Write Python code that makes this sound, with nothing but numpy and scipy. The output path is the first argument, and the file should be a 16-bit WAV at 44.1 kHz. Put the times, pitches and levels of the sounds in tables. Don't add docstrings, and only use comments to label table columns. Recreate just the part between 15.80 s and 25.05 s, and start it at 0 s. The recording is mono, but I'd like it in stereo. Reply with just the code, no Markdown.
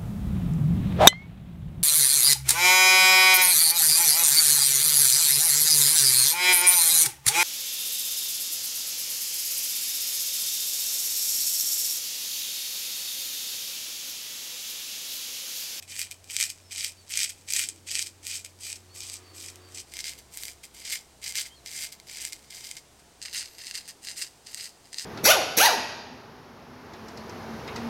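import sys
import numpy as np
from scipy import signal
from scipy.fft import rfft, irfft
from scipy.io import wavfile

SR = 44100
rng = np.random.default_rng(int(sys.argv[2]) if len(sys.argv) > 2 else 0)


def wav_record(signal):
    frames = np.transpose(np.atleast_2d(signal))
    bounded = np.clip(frames, -1, 1)
    quanta = np.round(bounded * 32767).astype(np.int16)
    wavfile.write(sys.argv[1], SR, quanta)


N = 407925
TIME = np.arange(N) / SR
JAW_FROM_S, NECK_FROM_S = 4.015, 7.3
LANDING_DB, LANDING_S = 2, .012
PRESS_DB_PER_S = 14
STALL_S, TUFT_S = 0.021, 0.0096
FACE_CRACK_HZ, NECK_CRACK_HZ, CRACK_SPREAD = 6900, 5000, 0.12
FIRM_DB, FIRM_RING_DB_PER_DB = -33, 0.18
CUTOFF_HZ = 16000

# landing t/s, light phase/s, dug-in phase/s, light level/dB, full level/dB,
# stall depth/dB, treble from blade angle/dB
STROKE_PLAN = [(0.087, 0.1, 0.032, -40.5, -33, 1, 1.5), (.5, 0.089, 0.051, -36.5, -29, 0.5, 0.5),
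               (0.913, 0.069, 0.08, -38, -33, 2, -1.5), (1.302, 0.073, 0.065, -34.5, -29.5, -1.5, -1.5),
               (1.685, 0.063, 0.075, -37, -27.5, -2, 1), (2.075, 0.032, 0.11, -39.5, -33.5, -3.5, -1.5),
               (2.431, 0.043, 0.086, -48.5, -34.5, -2, .5), (2.805, .043, 0.054, -40, -37, 3, 0.5),
               (3.149, 0.067, 0.13, -44.5, -41.5, 1.5, -0.5), (3.55, .048, 0.084, -43, -44.5, 0.5, 0),
               (3.888, .058, .057, -53.5, -43, -1, 0), (4.12, 0.13, 0.047, -43.5, -36, 6, -6),
               (4.525, 0.051, 0.12, -48.5, -44, 0, 2.5), (4.945, 0.11, 0.093, -47, -35, 0.5, -3.5),
               (5.433, 0.12, 0.047, -35.5, -31.5, 15, -2.5), (5.862, .072, 0.11, -42.5, -37, 3, -1),
               (6.273, .087, 0.11, -46, -39.5, -2.5, -3), (6.706, 0.043, 0.15, -45, -43.5, -1.5, -4),
               (7.419, 0.12, 0.067, -45.5, -34, 5, 0), (7.783, 0.16, 0.028, -44, -36, 6, 0.5),
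               (8.232, 0.14, 0.051, -42, -36, 8.5, 2.5), (8.663, 0.11, 0.083, -46, -40, 4, 2),
               (9.13, 0.042, 0.062, -46.5, -40, 0, -0.5)]
# t/s, level/dB
TUFT_CATCHES = [(0.023, -45.5), (0.31, -42.5), (0.696, -38), (1.494, -38.5), (1.886, -39.5), (2.261, -36.5),
                (2.646, -42.5), (2.955, -45.5), (3.995, -42.5), (4.193, -38), (4.38, -43.5), (4.834, -40.5),
                (5.121, -28), (5.658, -40.5), (6.034, -40), (6.121, -41), (6.522, -39), (6.968, -41.5),
                (7.192, -55), (7.452, -42.5), (7.652, -51), (8.083, -37.5), (8.418, -33.5)]
# start t/s, end t/s, level/dB
RETURN_SLIDES = [(.44, 0.488, -57), (1.572, 1.612, -58), (4.073, 4.11, -56), (6.56, 6.697, -60),
                 (6.92, 6.965, -51), (7.677, 7.776, -54), (8.027, 8.064, -52.5), (9.042, 9.11, -60)]
# t/s, relative level/dB, f/Hz
WHISKER_SNAPS = [(0.193, -4, 5000), (.216, -5, 5800), (.3125, -10, 9500), (.5657, 1, 6500),
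                 (.6013, 0.5, 8300), (.6104, 0, 6700), (0.6271, 2.5, 5900), (0.6384, -1.5, 6900),
                 (1.0462, 1, 6000), (1.3385, -3, 5700), (1.374, 0.5, 6500), (1.391, 0, 6700),
                 (1.4036, -3, 6500), (1.432, 0, 6500), (1.4429, -2, 6700), (1.4469, 0, 6700),
                 (1.7237, -1, 7600), (1.736, 1.5, 8640), (1.7637, 3, 8900), (1.7934, 0, 8700),
                 (1.8883, -7.5, 7400), (2.1536, -1, 6700), (2.1927, -0.5, 6500), (2.2256, -3.5, 8900),
                 (2.4679, -6, 7900), (2.5523, -23, 6700), (2.6481, -10, 8500), (2.9285, -7.5, 5900),
                 (3.7577, -18.5, 9700), (3.9224, -25, 7100), (4.138, -9, 7400), (4.1687, -10.5, 6500),
                 (4.1905, -8.5, 6300), (4.205, -12, 4500), (4.2423, -8.5, 6800), (4.3885, -19.5, 9400),
                 (4.5732, -8.5, 11300), (4.6349, -8.5, 10900), (4.654, -11, 7800), (4.6822, -11, 6300),
                 (5.1064, -8, 6300), (5.5233, -9.5, 8780), (5.5552, -4.5, 5850), (5.8613, -14, 5570),
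                 (6.2, -24, 7800), (6.451, -5.5, 6540), (6.5313, -11, 5600), (6.711, -30, 6430),
                 (6.9131, -11, 7000), (7.417, -19.5, 3900), (7.4261, -14, 4500), (7.4576, -15.5, 3700),
                 (7.4835, -19, 3750), (7.529, -15, 5100), (7.8694, -12.5, 4060), (7.9113, -9, 4370),
                 (8.0783, -16, 7000), (8.2714, -19, 4180), (8.286, -11.5, 3500), (8.4252, -32, 6000),
                 (8.7455, -10, 5270), (9.1299, -19.5, 5700), (9.1439, -14, 4000), (9.185, -9, 4400),
                 (9.1961, -8.5, 4500)]
# t/s, length/s, start f/Hz, middle f/Hz, end f/Hz, level/dB
SKIN_SQUEAKS = [(0.796, 0.15, 5300, 5250, 4630, -59), (1.157, 0.085, 4420, 4580, 4120, -56),
                (3.082, .09, 4200, 4470, 4500, -56), (3.414, 0.16, 4600, 4530, 4300, -55.5),
                (3.796, 0.12, 4500, 4620, 4550, -58), (5.689, 0.079, 3000, 3170, 3230, -54),
                (5.742, 0.064, 4400, 4230, 3920, -55), (7.623, 0.2, 10500, 11900, 10600, -59)]
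# t/s, level/dB
GRIP_RING = [(.2, 3.5), (.6, 2.5), (1.0, 1), (1.5, 1.5), (2.7, .5), (3.3, -3.5), (4.3, -.5), (5.6, 0),
             (6.4, 1), (6.85, -1.5), (7.5, 2.5), (9.2, 1)]
# f/Hz, relative level/dB
CHEEK_COLOUR = [(600, -44), (1100, -32), (1400, -22.5), (1680, -20.5), (1950, -10.5), (3500, -9),
                (5000, -8), (8500, -5.5), (10500, -15), (13000, -16.5), (15500, -26)]
JAW_COLOUR = [(600, -27), (1100, -29), (1650, -13), (1950, -8), (3500, -8.5), (5000, -9), (8500, -2.5),
              (10500, -11), (13000, -10.5), (15500, -20)]
NECK_COLOUR = [(600, -52), (1100, -26), (1650, -17.5), (1900, -14), (3500, -13.5), (5000, -11.5),
               (8500, -4.5), (10500, -15.5), (13000, -18.5), (15500, -28)]
# f/Hz, width/Hz, level/dB
CHEEK_PEAKS = [(1880, 150, 1), (2412, 246, 9), (3170, 340, 1.5), (4700, 340, 4), (5360, 300, 7),
               (6420, 260, 4), (7905, 720, 5.5), (12700, 600, 3)]
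JAW_PEAKS = [(2114, 122, 9.7), (2340, 126, 6.2), (3230, 650, 1.5), (4930, 1250, 7.3), (6300, 160, 1.8),
             (7600, 310, 3.6), (11900, 270, 2.5)]
NECK_PEAKS = [(1950, 480, 8.8), (2750, 170, 11), (4280, 1230, 10.6), (5020, 520, 9.4), (6350, 130, 9.7),
              (7340, 1100, 0.93), (13750, 590, 4.7)]
# harmonic number, relative level/dB
HUM_HARMONICS = [(1, -2), (3, -20.5), (4, -13), (5, -19), (6, -25), (8, -23)]
# t/s, level/dB
HUM_SWELL = [(0, -58.5), (1.7, -59), (2.7, -57), (3.1, -55.5), (4.0, -54.5)]
LOW_HUM_FADE = [(4.0, -61), (5.5, -66), (7.0, -67.5), (9.2, -75)]
# peak t/s, level/dB, rise/(dB/s), fall/(dB/s)
WHIRR_ENVELOPE = [(1.9, -59.5, 68, 24), (3.6, -61, 26, 28)]
# f/Hz, relative level/dB
WHIRR_COLOUR = [(100, -17), (210, -9.5), (275, 1), (345, 5), (410, -7), (900, -24), (4000, -34)]
RATTLE_COLOUR = [(300, -18), (750, -10), (980, -9), (1170, -2.5), (1400, -10), (2000, -8.5), (3500, -13),
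                 (10000, -27)]
EARLY_ROOM_COLOUR = [(20, -1), (45, -3), (110, 2.5), (200, -2), (320, 0), (450, -2.5), (800, -4),
                     (1200, -9), (2200, -11), (5000, -10), (8500, -11), (11000, -17.5), (16000, -23)]
LATE_ROOM_COLOUR = [(20, -4), (45, -6.5), (125, 0), (170, -2), (370, -1), (550, -4.5), (880, -3.5),
                    (1150, -8.5), (2200, -11.5), (5000, -11), (8500, -11.5), (11000, -19), (16000, -25.5)]
# f/Hz, width/Hz, level/dB
LATE_ROOM_PEAKS = [(127, 11, 4.5), (460, 15, 3.5), (695, 10, 11.5)]


def drag(rise_db_per_s=1100, dig_db_per_s=1200, lift_db_per_s=320, graze_db=-16, graze_db_per_s=115,
         approach_db_per_s=350, catch_db_per_s=4000, release_db_per_s=700):
    t, power = TIME[::40], 1e-12
    for land, light_s, full_s, light_db, full_db, stall_db, _ in STROKE_PLAN:
        dig = land + light_s
        lift = dig + full_s
        held = np.clip(t, land, lift)
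        before, after = np.maximum(land - t, 0), np.maximum(t - lift, 0)
        ease = LANDING_DB * np.exp((land - held) / LANDING_S)
        stall = stall_db * np.exp(-((held - dig + STALL_S) / STALL_S) ** 2)
        light = light_db + PRESS_DB_PER_S * (np.minimum(held, dig) - (land + dig) / 2) - stall - ease
        full = full_db + PRESS_DB_PER_S * (held - (dig + lift) / 2)
        full -= dig_db_per_s * np.maximum(dig - held, 0)
        pull = -rise_db_per_s * before - lift_db_per_s * after
        graze = graze_db - approach_db_per_s * before - graze_db_per_s * after
        same_place = (t < JAW_FROM_S) == (land < JAW_FROM_S)
        power += same_place * from_db(np.maximum(light, full) + np.maximum(pull, graze)) ** 2
    for start, end, db in RETURN_SLIDES + [(s, s + TUFT_S, db) for s, db in TUFT_CATCHES]:
        fade_db = catch_db_per_s * np.maximum(start - t, 0) + release_db_per_s * np.maximum(t - end, 0)
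        power += from_db(db - fade_db) ** 2
    return np.interp(TIME, t, np.sqrt(power))


def scrape(hairs_per_s=1300, spread_db=4.0, clump_db=1.57, cut_db=-3.0, rub_db=-5.0):
    force = drag()
    per_s = hairs_per_s * np.maximum(force / from_db(-38), .1) ** .6
    hairs = from_db(cut_db + clump_db * drift(108)) * cuts(per_s, spread_db)
    return force * (hairs + from_db(rub_db) * rng.standard_normal(N))


def cuts(per_s, spread_db):
    parted = rng.random(N) < per_s / SR
    force = from_db(spread_db * np.minimum(rng.exponential(1, N), 4))
    return unit_rms(parted * force * rng.choice([-1, 1], N) / np.sqrt(per_s))


def whiskers(crack_db=-2.5, ref_cycles=0.39, ref_hz=6000, thud_db=-28.0, thud_hz=2350, thud_s=0.0014,
             recoil_db=-5.5, recoil_s=0.0013, size=400):
    out, t = np.zeros(N + size), np.arange(size) / SR
    spring = np.sin(2 * np.pi * thud_hz * t) * np.exp(-t / thud_s)
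    chatter = rng.standard_normal(N + size)
    for s, db, hz in WHISKER_SNAPS + lesser_snaps():
        at = int(np.clip(s * SR, 0, N - 1))
        cycles = ref_cycles * (ref_hz / hz) ** 2
        crack = np.cos(2 * np.pi * hz * t) * from_db(-30 * hz * t / cycles)
        recoil = chatter[at:at + size] * np.exp(-t / recoil_s)
        snap = unit_rms(crack) + from_db(thud_db) * unit_rms(spring)
        snap += from_db(recoil_db) * unit_rms(recoil)
        out[at:at + size] += from_db(db + crack_db) * snap / np.sqrt(size)
    return out[:N]


def lesser_snaps(per_s=40, over_drag_db=21.0, spread_db=1.5, ceiling_db=-5.5, min_drag_db=-50):
    force_db = 20 * np.log10(drag())
    at = np.flatnonzero((rng.random(N) < per_s / SR) & (force_db > min_drag_db))
    strength, pitch = rng.standard_normal((N, 2))[at].T
    db = np.minimum(force_db[at] + over_drag_db + spread_db * strength, ceiling_db)
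    hz = np.where(TIME[at] < NECK_FROM_S, FACE_CRACK_HZ, NECK_CRACK_HZ) * np.exp(CRACK_SPREAD * pitch)
    return list(zip(TIME[at], db, hz))


def contact(force, wander_db=2.3, wander_hz=45):
    lowpasses = [signal.butter(3, hz, fs=SR, output="sos") for hz in (3100, 6300, 10000)]
    below = [signal.sosfiltfilt(sos, force) for sos in lowpasses]
    bands = np.diff([np.zeros(N), *below, force], axis=0)
    treble_db = curve([(land + light_s, db) for land, light_s, *_, db in STROKE_PLAN])
    ring_db = curve(GRIP_RING) + FIRM_RING_DB_PER_DB * np.maximum(20 * np.log10(drag()) - FIRM_DB, 0)
    gains_db = [ring_db, -treble_db / 2, treble_db / 2, treble_db]
    return sum(band * from_db(db + wander_db * drift(wander_hz)) for band, db in zip(bands, gains_db))


def razor(force):
    place = np.digitize(TIME, [JAW_FROM_S, NECK_FROM_S])
    bodies = [(CHEEK_COLOUR, CHEEK_PEAKS), (JAW_COLOUR, JAW_PEAKS), (NECK_COLOUR, NECK_PEAKS)]
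    return sum(convolve(force * (place == k), response(*body)) for k, body in enumerate(bodies))


def bending(x):
    for radius, hz in [(.8, 4300), (.74, 7000)]:
        poles = [1, -2 * radius * np.cos(2 * np.pi * hz / SR), radius * radius]
        x = signal.lfilter(poles[::-1], poles, x)
    return x


def squeaks():
    out, waver = np.zeros(N), 1 + .017 * drift(300)
    for start_s, length_s, *pitches_hz, db in SKIN_SQUEAKS:
        on = (TIME > start_s) & (TIME < start_s + length_s)
        progress = (TIME[on] - start_s) / length_s
        hz = np.polyval(np.polyfit([0, .5, 1], pitches_hz, 2), progress) * waver[on]
        out[on] += from_db(db) * np.sin(np.pi * progress) * np.sin(2 * np.pi * np.cumsum(hz) / SR)
    return out


def reflections(x):
    near = echoes(x, level_db=-14.0, first_s=.0004, t60_s=.012)
    return near + echoes(x, level_db=-11.0, first_s=0.0035, t60_s=0.17)


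def echoes(x, level_db, first_s, t60_s):
    t = TIME[:SR // 2]
    cloud = rng.standard_normal(len(t)) * from_db(-60 * t / t60_s) * (t > first_s)
    return convolve(x, from_db(level_db) * cloud / np.linalg.norm(cloud))


def hum(first_hz=91.1, low_hz=65.7, buzz_db_per_db=4.5):
    level_db = curve(HUM_SWELL)
    buzz = from_db(buzz_db_per_db * (level_db - level_db.mean()))
    first = np.zeros(N)
    for k, db in HUM_HARMONICS:
        cycles = k * first_hz * TIME + rng.random()
        first += from_db(db) * (buzz if k > 1 else 1) * np.sin(2 * np.pi * cycles)
    low_db = curve(LOW_HUM_FADE) + 2.0 * drift(8.9)
    low = from_db(low_db) * np.sin(2 * np.pi * low_hz * TIME + 1.2 * drift(5.7))
    blend = np.clip((TIME - JAW_FROM_S) / .02 + .5, 0, 1)
    return np.sqrt(2) * ((1 - blend) * from_db(level_db) * first + blend * low)


def whirr(rattle_db=-59.5):
    gain = sum(from_db(db - np.maximum(rise * (s - TIME), fall * (TIME - s)))
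               for s, db, rise, fall in WHIRR_ENVELOPE)
    rattle_gate = curve([(2.9, 0), (3.3, 1), (3.95, 1), (4.03, 0)])
    return gain * noise(WHIRR_COLOUR) + from_db(rattle_db) * rattle_gate * noise(RATTLE_COLOUR)


def room_noise(early_db=-58.0, late_db=-57.0, side_db=-81.5):
    early = from_db(early_db) * noise(EARLY_ROOM_COLOUR)
    late = from_db(late_db) * noise(LATE_ROOM_COLOUR, LATE_ROOM_PEAKS)
    side = from_db(side_db) * noise([(30, -5), (150, 5.0), (500, -1), (1200, -16.5), (16000, -21)])
    return np.where(TIME < JAW_FROM_S, early, late) + side * np.array([[1], [-1]])


def noise(colour, peaks=()):
    return convolve(rng.standard_normal(N), response(colour, peaks))


def response(colour, peaks=(), size=4096):
    hz = np.maximum(np.arange(size // 2 + 1) * SR / size, 1)
    colour_hz, colour_db = np.transpose(colour)
    level_db = np.interp(np.log(hz), np.log(colour_hz), colour_db)
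    for centre_hz, width_hz, db in peaks:
        level_db += db / (1 + (2 * (hz - centre_hz) / width_hz) ** 2)
    cepstrum = irfft(np.log(from_db(level_db)))[:size // 2]
    ring = irfft(np.exp(rfft(2 * cepstrum, size)))
    return ring / np.linalg.norm(ring)


def drift(corner_hz):
    pole = np.exp(-40 * np.pi * corner_hz / SR)
    white = rng.standard_normal(N // 20 + 2002)
    slow = signal.lfilter([1], [1, -2 * pole, pole * pole], white)[2000:]
    return np.interp(np.arange(N) / 20, np.arange(len(slow)), unit_rms(slow))


def convolve(x, ring):
    return signal.oaconvolve(x, ring)[:N]


def curve(rows):
    return np.interp(TIME, *np.transpose(rows))


def unit_rms(x):
    return x / np.sqrt(np.mean(x ** 2) + 1e-20)


def from_db(db):
    return 10 ** (np.asarray(db) / 20)


def scene():
    room = hum() + whirr() + room_noise()
    shave = squeaks() + bending(razor(contact(scrape() + whiskers())))
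    return shave + reflections(shave) + room


def record(dry):
    return signal.sosfilt(signal.ellip(10, .2, 80, CUTOFF_HZ, fs=SR, output="sos"), dry)


dry = scene()
out = record(dry)
wav_record(out)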